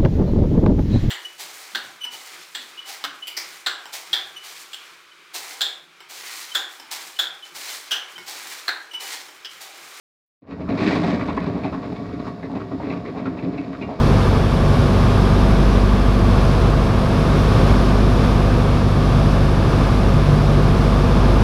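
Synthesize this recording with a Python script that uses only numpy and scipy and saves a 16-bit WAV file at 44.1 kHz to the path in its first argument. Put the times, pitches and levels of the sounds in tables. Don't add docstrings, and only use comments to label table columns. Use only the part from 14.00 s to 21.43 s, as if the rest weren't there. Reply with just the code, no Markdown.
import sys
import numpy as np
from scipy.fft import rfft, irfft, next_fast_len
from scipy.io import wavfile
from scipy.ndimage import uniform_filter1d, minimum_filter1d, map_coordinates

SR = 44100
rng = np.random.default_rng(int(sys.argv[2]) if len(sys.argv) > 2 else 0)


def store_pcm(level_fs):
    pcm = np.round(np.clip(level_fs, -1, 1) * 32767).astype(np.int16)
    wavfile.write(sys.argv[1], SR, np.atleast_2d(pcm).T)


N = 327661

# multiple of the firing rate, relative level in dB.
ENGINE_LINES = [(0.5, -36), (1.25, -36), (1.5, -30), (2.25, -35), (2.5, -36), (5.25, -41), (6.75, -41),
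                (7.0, -42), (10.0, -44), (10.75, -44), (11.0, -45), (11.25, -42), (11.5, -44), (13.25, -39),
                (13.5, -40), (14.0, -42), (18.0, -47), (22.5, -45), (23.25, -47), (24.5, -48), (25.0, -45)]


def amp(db):
    return 10 ** (np.asarray(db) / 20)


def unit(x):
    return x / np.sqrt(np.mean(x ** 2) + 1e-20)


def level_at(spectrum, hz):
    frequencies, levels = np.transpose(spectrum)
    return np.interp(np.log(hz + 1), np.log(frequencies + 1), levels)


def curve(rows):
    seconds, values = np.transpose(rows)
    return np.interp(np.arange(N) / SR, seconds, values)


def wobble(rate):
    knots = rng.standard_normal(int(N * rate / SR) + 4)
    return map_coordinates(knots, [np.arange(N) * rate / SR])


def filtered(x, response):
    size = next_fast_len(N + SR // 2)
    hz = np.fft.rfftfreq(size, 1 / SR)
    return irfft(rfft(x, size) * response(hz), size)[:N]


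def shaped_noise(spectrum):
    return unit(filtered(rng.standard_normal(N), lambda hz: amp(level_at(spectrum, hz))))


def partial(firings, multiple):
    return np.sqrt(2) * np.sin(2 * np.pi * (multiple * firings + rng.random()))


def drone(firings, waver_db, wavers_per_s):
    # time in seconds, relative level in dB.
    throb = [(0.0, -18.5), (0.61, -21), (1.79, -14.6), (1.97, -16), (2.7, -16.5), (3.09, -23.5),
             (3.76, -16.5), (4.43, -17.5), (4.7, -21.5), (5.37, -17.1), (5.73, -21.5), (6.1, -16.9),
             (6.28, -20.4), (7.43, -15.2)]
    # time in seconds, relative level in dB.
    swell = [(0.0, -22.5), (0.42, -28.5), (0.73, -20.5), (1.09, -34), (2.0, -33.5), (2.67, -23.1),
             (2.88, -29), (3.37, -23.5), (3.76, -29.5), (5.43, -20.0), (5.94, -30.5), (6.31, -15),
             (7.43, -31.5)]
    # harmonic number, relative level in dB, dB lost per dB of swell.
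    harmonics = [(2, -22, 0.0), (4, -28, 0.36), (5, -27.2, 0.15)]
    swell_db = curve(swell)
    tone = amp(curve(throb)) * partial(firings, 1) + amp(swell_db) * partial(firings, 3)
    for multiple, db, gives_way in harmonics:
        level_db = db - gives_way * (swell_db - swell_db.mean()) + waver_db * wobble(wavers_per_s)
        tone += amp(level_db) * partial(firings, multiple)
    return tone


def overtones(firings, waver_db):
    return sum(amp(db + waver_db * wobble(4)) * partial(firings, multiple)
               for multiple, db in ENGINE_LINES)


def knocks(cycles, count=240, size=8192):
    # frequency in Hz, relative level in dB.
    rattle_spectrum = [(20, -30), (40, 2), (170, -0.5), (260, -3), (540, -8), (600, -9), (720, -6.5),
                       (800, -9), (950, -9.5), (1030, -6), (1200, -5.5), (1380, -15), (1750, -16.5),
                       (1950, -30.5), (3000, -27)]
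    orders = np.arange(count)
    cycle_hz = cycles[-1] * SR / N
    strong_multiples = [*range(6), *(multiple for multiple, db in ENGINE_LINES)]
    weak = ~np.isin(orders / 4, strong_multiples)
    amplitudes = amp(level_at(rattle_spectrum, orders * cycle_hz)) * weak
    phasors = np.exp(2j * np.pi * rng.random(count))
    pattern = irfft(amplitudes * phasors, size)
    return unit(np.interp(cycles % 1, np.arange(size) / size, pattern))


def rattle(firings, slip, drift, churn):
    cycles = (firings + slip * wobble(30)) / 4
    changing = sum(wobble(2.505) * knocks(cycles) for _ in range(3))
    clatter = knocks(cycles) + drift * changing
    running_rms = np.sqrt(np.abs(uniform_filter1d(clatter ** 2, size=SR // 6)) + 1e-12)
    return unit(clatter / running_rms * (1 + churn * np.cos(np.pi * firings)))


def boom(firings, chop):
    # frequency in Hz, relative spectral density in dB.
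    boom_spectrum = [(10, -22), (30, -15), (55, 0), (85, -2.5), (115, 3), (185, -1.5), (225, -3.5),
                     (290, -9), (355, -6), (520, -9.5), (620, -15), (900, -17), (1180, -18), (1500, -24),
                     (2000, -33), (3200, -75)]
    return unit(shaped_noise(boom_spectrum) * (1 + chop * np.cos(2 * np.pi * firings)))


def slipstream():
    # frequency in Hz, relative spectral density in dB.
    hiss_spectrum = [(500, -18.5), (1500, 2.5), (1980, -3), (2150, 1), (2600, -.5), (2950, -3), (3550, -1),
                     (4000, -4.5), (5200, -6), (7100, -18), (8600, -20), (10000, -18), (11600, -22.5),
                     (12600, -26.5), (15200, -35)]
    return shaped_noise(hiss_spectrum) * amp(0.2 * wobble(16))


def scene():
    # time in seconds, firings per second.
    engine_speed = [(0.0, 48.36), (0.7, 48.54), (1.4, 48.99), (2.1, 48.9), (2.8, 49.03), (3.5, 49.52),
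                    (4.2, 49.59), (4.9, 49.24), (5.6, 49.23), (6.5, 49.02), (7.43, 49.24)]
    # time in seconds, relative hiss level in dB.
    airflow = [(0.0, -34.2), (0.33, -34.0), (0.45, -36), (0.82, -34), (0.91, -35), (1.18, -34.0),
               (2.15, -36), (2.43, -34), (2.88, -36), (3.67, -32.5), (4.03, -35.6), (4.25, -34.5),
               (4.91, -36.5), (5.19, -35), (5.58, -36.0), (5.79, -34.5), (6.04, -35.5), (7.43, -34.5)]
    firings = np.cumsum(curve(engine_speed)) / SR
    flow_db = curve(airflow)
    gust_db = flow_db - flow_db.mean()
    hum = amp(0.28) * drone(firings, waver_db=0.75, wavers_per_s=3.5)
    buzz = amp(1.16) * overtones(firings, waver_db=1.36)
    clatter = amp(-26.5 + 0.57 * gust_db) * rattle(firings, slip=0.0044, drift=0.78, churn=0.14)
    rumble = amp(-18.0 + 1.13 * gust_db) * boom(firings, chop=0.05)
    hiss = amp(flow_db + 1.5) * slipstream()
    return (hum + buzz + clatter + rumble + hiss)[None]


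def record(dry):
    ceiling, window, cutoff_hz = 0.78, SR // 50, 15250
    needed_gain = np.minimum(1, ceiling / (np.abs(dry[0]) + 1e-9))
    held_gain = minimum_filter1d(needed_gain, size=window)
    gain = uniform_filter1d(held_gain, size=window)
    return filtered(dry[0] * gain, lambda hz: hz < cutoff_hz)[None]


dry = scene()
out = record(dry)
store_pcm(out)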